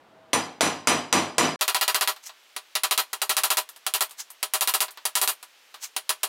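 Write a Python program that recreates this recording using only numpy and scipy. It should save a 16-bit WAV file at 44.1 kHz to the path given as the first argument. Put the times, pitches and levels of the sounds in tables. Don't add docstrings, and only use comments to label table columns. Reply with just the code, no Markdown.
import sys
import numpy as np
from scipy import signal
from scipy.fft import rfft, irfft, next_fast_len
from scipy.io import wavfile
from scipy.ndimage import map_coordinates

SR = 44100
rng = np.random.default_rng(int(sys.argv[2]) if len(sys.argv) > 2 else 0)


def bounce(signal):
    frames = np.transpose(np.atleast_2d(signal))
    limited = np.clip(frames, -1, 1)
    pcm = np.round(limited * 32767).astype(np.int16)
    wavfile.write(sys.argv[1], SR, pcm)


N = 277212


# from t/s, to t/s, playing speed (1 = natural)
STRETCHES = [(0, 1.56, 1), (1.592, 6.3, 4)]
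# t/s, level/dB ahead of the gain control, lift (0 = bar flat on the anvil, 1 = clear and springing)
BLOWS = [(0.3317, -20.5, 0.52), (0.6087, -17.5, 0.38), (0.8725, -16, 0.42), (1.127, -15.5, 0.52),
         (1.3822, -15, 0.48), (1.6109, -14, 0.64), (1.6793, -15, 0.39), (1.7463, -13, 0.68),
         (1.8118, -13, 0.65), (1.8794, -13.5, .5), (1.9455, -14.5, 0.44), (2.0104, -14.5, 0.48),
         (2.0751, -13.5, 0.56), (2.5642, -28.5, 0.79), (2.7533, -17.5, 1), (2.8344, -17, 0.51),
         (2.9104, -14.5, .6), (2.9772, -12, 0.54), (3.1309, -29.5, 0.087), (3.2174, -23, .05),
         (3.2944, -13.5, 0.65), (3.3676, -14, 0.5), (3.4355, -15, .5), (3.5034, -15, 0.49),
         (3.5708, -16, 0.38), (3.8655, -23.5, .55), (3.9385, -16, 0.64), (4.0078, -17.5, .35),
         (4.4287, -23.5, 0.61), (4.5368, -17, 0.44), (4.6095, -16, .6), (4.6745, -14.5, 0.67),
         (4.7384, -17, .45), (4.8051, -15, .45), (5.0535, -23.5, 0.46), (5.1537, -13.5, 0.56),
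         (5.2152, -15.5, .4), (5.2759, -16, 0.42), (5.9645, -25, 0.86), (6.0929, -18, 0.71),
         (6.2322, -22.5, .35)]
# t/s, level/dB ahead of the gain control, brightness/dB
CLINKS = [(2.1626, -42, -2), (2.2936, -40, -20), (3.69, -43, 10.5), (3.7619, -47.5, 8.5), (4.0945, -51, 9),
          (4.1093, -45, 11), (4.3032, -47.5, 14.5), (4.882, -37, -10), (4.9075, -52.5, 18),
          (4.9734, -38, -9), (5.4281, -40.5, 6), (5.7421, -37.5, -3)]
# t/s of the peak, level/dB ahead of the gain control, rise/s
SCUFFS = [(2.240, -45, 0.056), (2.272, -36.5, 0.095), (4.205, -32, 0.11), (5.846, -31.5, 0.14)]
# f/Hz, relative level/dB, t60/s
STAND_MODES = [(101.2, -17.5, 0.43), (156.2, -16, 0.55), (192.2, -10, 0.36), (206.2, -16.5, 0.27),
               (247.1, -9, 0.44), (262.9, -13.5, 0.34), (289, -14.5, 0.5), (323.1, -10, 0.36),
               (344.5, -9.5, 0.35), (372, -20.5, 0.34), (425.3, -14.5, 0.36), (479.4, -8.5, 0.31),
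               (616, -18.5, 0.51), (673, -12, 0.34), (711, -12.5, 0.44), (773, -16, 0.43),
               (813, -17.5, 0.5), (832, -24, 0.64), (940, -20, 0.31), (973, -7.5, 0.25), (1022, -7.5, 0.25),
               (1050, -16, 0.52), (1163, -19.5, 0.43), (1185, -10.5, 0.34), (1420, -18, 0.29),
               (1733, -14.5, 0.41)]
# f/Hz, relative level/dB, t60/s
ANVIL_MODES = [(3003, -10.5, 0.38), (2980, -17, 0.33)]
# f/Hz, relative level/dB, t60/s
BAR_MODES = [(2140, -48, .35), (2310, -29, 0.61), (2453, -11.5, 0.26), (2580, -19.5, 0.44),
             (2590, -21, 0.48)]
# f/Hz, relative level/dB, t60/s
STEEL_MODES = [(1970, -14, 0.22), (3190, -19, 0.42), (3700, -33, .4), (3980, -15.5, 0.25),
               (4920, -17.5, 0.44), (5000, -28, 0.45), (6020, -13, 0.26), (7130, -14, 0.29),
               (7900, -22.5, 0.35), (9500, -8.5, 0.16), (10600, -20, 0.21), (11100, -21.5, 0.28)]
# f/Hz, relative level per Hz/dB
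CLANG_SLOPE = [(30, -35), (70, -18.5), (130, -13.5), (240, 0.5), (520, -2), (1020, 2), (1500, -5.5),
               (2550, -6.5), (3700, -12.5), (6300, -17), (9500, -22), (12000, -23.5), (16000, -40)]
# f/Hz, width/Hz, boost/dB
CLANG_CLUSTERS = [(4070, 130, 8), (4900, 130, 4.5), (5944, 180, 15.5), (7190, 220, 9.5), (8160, 320, 8),
                  (9500, 280, 13)]
# f/Hz, t60/s
ROOM_DECAY = [(100, 0.57), (260, 0.52), (700, 0.48), (1840, 0.41), (4850, 0.39), (12800, 0.27)]
# f/Hz, relative level per Hz/dB
GRIT_SPECTRUM = [(60, -52), (200, -5.5), (550, -2.5), (1100, -0.5), (1600, 5.5), (2300, -3.5), (4000, -7.5),
                 (16000, -30)]
# f/Hz, relative level per Hz/dB
AIR_SPECTRUM = [(20, -10), (60, -8), (150, -3), (400, -1), (750, 0.5), (1500, -6.5), (2500, -13.5),
                (3300, -13.5), (6000, -25.5), (16000, -36)]
# f/Hz, side minus mid level/dB
STEREO_WIDTH = [(125, -47), (250, -41), (1000, -38), (2000, -31), (4000, -25), (12000, -21)]
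# t/s, brightness/dB
HARDNESS = [(0, 2.5), (2.2, 3.5), (5.2, 10), (6.3, 8)]

LIFT_THUD_DB, LIFT_BRIGHT_DB, LIFT_BAR_DB = (7.5, -4.5), (5, -4.5), (-4.5, 8)
SOFT_UNTIL_S, FIRMING_S = 1.09, 0.66
SOFT_THUD_DB, SOFT_RING_DB = -4.5, -13
ANVIL_DB, UNSEATED_DB = 2.5, -15
BEAT_S, UNSEAT_S = 0.267, 0.2
CLINK_THUD_DB, CLINK_ANVIL_DB, CLINK_BAR_DB = 5, -2, -6.5
SCUFF_FALL_S = 0.14
TOP_HZ = 15900


def amp(db):
    return 10 ** (np.asarray(db) / 20)


def unit(x):
    return x / np.sqrt(np.mean(x ** 2) + 1e-20)


def noise(n):
    return rng.standard_normal(n)


def along(points, hz):
    f, value = np.transpose(points)
    return np.interp(np.log(hz + 1), np.log(f), value)


def filtered(x, gain_db, rate):
    m = next_fast_len(len(x) + 2048)
    gain = amp(gain_db(np.fft.rfftfreq(m, 1 / rate)))
    return irfft(rfft(x, m) * gain, m)[:len(x)]


def coloured(x, points, rate):
    return filtered(x, lambda hz: along(points, hz), rate)


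def wobble(t, per_s, count):
    knots = rng.standard_normal((count, 256))
    return np.array([map_coordinates(k, [t * per_s], order=1, mode="mirror") for k in knots])


def add(track, s, sound):
    part = track[round(s * SR):][:len(sound)]
    part += sound[:len(part)]


def background(rate, air_db=-56.5, whine_db=-59):
    t = np.arange(N) / rate
    air = amp(air_db) * unit(coloured(noise(N), AIR_SPECTRUM, rate))
    swell = np.interp(t, [.08, .16, .3, .4], [0, 1, 1, 0])
    whine = swell * np.sqrt(2) * np.sin(2 * np.pi * 646 * t)
    return air + amp(whine_db) * whine


def scuffs(rows, rate, grain_db=1.5):
    track = np.zeros(N)
    for s, db, rise in rows:
        t = np.arange(int(rate)) / rate - .5
        grain = amp(grain_db * wobble(t + .5, 224, count=1)[0])
        grit = unit(coloured(noise(len(t)) * grain, GRIT_SPECTRUM, rate))
        swell_db = -20 * np.where(t < 0, (t / rise) ** 2, t / SCUFF_FALL_S)
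        add(track, s - .5 * rate / SR, grit * amp(db + swell_db))
    return track


def clang_db(hz):
    clusters = sum(db / (1 + (2 * (hz - centre) / width) ** 2) for centre, width, db in CLANG_CLUSTERS)
    return along(CLANG_SLOPE, hz) + clusters


def dying(x, rate):
    hz, t, z = signal.stft(x, rate, nperseg=128)
    decay = amp(-60 * t / along(ROOM_DECAY, hz)[:, None])
    return signal.istft(z * decay, rate, nperseg=128)[1][:len(x)]


def ring(modes, t, rate, attack, waver):
    audible = [mode for mode in modes if mode[0] < rate / 2]
    hz, db, t60 = np.transpose(audible)[:, :, None]
    level = amp(db + 2 * rng.standard_normal(hz.shape) - 60 * t / t60)
    phase = 2 * np.pi * (hz * t + rng.random(hz.shape))
    tone = np.sin(phase) * (1 + waver * wobble(t, 46.0, count=len(hz)))
    tone += np.cos(phase) * waver * wobble(t, 45.9, count=len(hz))
    return np.sum(level * tone, 0) * (1 - np.exp(-t / attack))


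def strikes(rows, rate, direct_db, direct_s, alike, body_db):
    track = np.zeros(N)
    t = np.arange(int(.55 * rate)) / rate
    echoes = noise(len(t))
    crack_spectrum = [(200, -14), (700, -3.5), (2800, -9.5), (8000, -9.0), (16000, -29.5)]
    for s, db, thud_db, bright_db, anvil_db, bar_db in rows:
        answer = np.sqrt(alike) * echoes + np.sqrt(1 - alike) * noise(len(t))
        clang = unit(filtered(answer, clang_db, rate))
        tilt = [(250, thud_db), (600, 0.012), (1100, 0.0053), (2200, bright_db)]
        clang = dying(coloured(clang, tilt, rate), rate)
        crack = unit(coloured(noise(len(t)), crack_spectrum, rate))
        crack *= amp(direct_db + bright_db / 2) * np.exp(-t / direct_s)
        stand = amp(body_db + thud_db / 2) * ring(STAND_MODES, t, rate, attack=0.02, waver=0.31)
        steel = ring(STEEL_MODES, t, rate, attack=0.0016, waver=1.0)
        anvil = amp(anvil_db) * ring(ANVIL_MODES, t, rate, attack=0.035, waver=1.0)
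        bar = amp(bar_db) * ring(BAR_MODES, t, rate, attack=0.0012, waver=0.37)
        add(track, s, amp(db) * (clang + crack + stand + steel + amp(bright_db) * (anvil + bar)))
    return track


def taps(rows):
    return [(s, db, CLINK_THUD_DB, bright_db, CLINK_ANVIL_DB, CLINK_BAR_DB) for s, db, bright_db in rows]


def blows(rows, speed):
    s, db, lift = np.transpose(rows)
    by_lift = lambda ends: np.interp(lift, [0, 1], ends)
    soft = np.clip(1 - (s - SOFT_UNTIL_S) / FIRMING_S, 0, 1)
    pause = np.maximum(np.diff(s, prepend=s[0]) * speed - BEAT_S, 0)
    unseated = 1 - np.exp(-pause / UNSEAT_S)
    thud_db = by_lift(LIFT_THUD_DB) + SOFT_THUD_DB * soft
    bright_db = by_lift(LIFT_BRIGHT_DB) + np.interp(s, *np.transpose(HARDNESS))
    anvil_db = ANVIL_DB + UNSEATED_DB * unseated + SOFT_RING_DB * soft
    bar_db = by_lift(LIFT_BAR_DB) + SOFT_RING_DB * soft
    return zip(s, db, thud_db, bright_db, anvil_db, bar_db)


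def low_cut(x, rate, corner_hz=85):
    return signal.sosfilt(signal.butter(2, corner_hz, "high", fs=rate, output="sos"), x)


def gain_control(x, rate, limit_db=-16, release_db_per_s=135, attack=0.00053, sense_s=0.0011):
    def lagging(v, s):
        keep = np.exp(-1 / (s * rate))
        return signal.lfilter([1 - keep], [1, -keep], v)

    power_db = 10 * np.log10(lagging(x ** 2, sense_s) + 1e-12)
    over_db = np.maximum(power_db - limit_db, 0)
    recovery = release_db_per_s * np.arange(N) / rate
    cut_db = np.maximum.accumulate(over_db + recovery) - recovery
    return x * amp(-lagging(cut_db, attack))


def soft_clip(x):
    return x / (1 + np.abs(x / .6) ** 4) ** (1 / 4)


def workshop(start, end, speed, hurried_db=-0.5):
    rate = SR / speed
    within = lambda rows: [row for row in rows if start <= row[0] < end]
    sound = background(rate) + scuffs(within(SCUFFS), rate)
    sound += strikes(taps(within(CLINKS)), rate, direct_db=3.5, direct_s=0.0056, alike=0.17, body_db=-5.5)
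    hammer = blows(within(BLOWS), speed)
    sound += strikes(hammer, rate, direct_db=2, direct_s=0.014, alike=0.35, body_db=2.0)
    heard = soft_clip(gain_control(low_cut(sound, rate), rate)) * amp(hurried_db * (speed > 1))
    t = np.arange(N) / SR
    return heard * ((t >= start) & (t < end))


def scene():
    mid = sum(workshop(*stretch) for stretch in STRETCHES)
    early = noise(256) * np.exp(-np.arange(256) / 64)
    reflected = signal.fftconvolve(mid, early / np.linalg.norm(early))[:N]
    side = coloured(reflected, STEREO_WIDTH, SR)
    return np.array([mid + side, mid - side])


def record(dry):
    m = next_fast_len(N + SR // 2)
    passed = 1 / (1 + (np.fft.rfftfreq(m, 1 / SR) / TOP_HZ) ** 80)
    return irfft(rfft(dry, m) * passed, m)[:, :N]


dry = scene()
out = record(dry)
bounce(out)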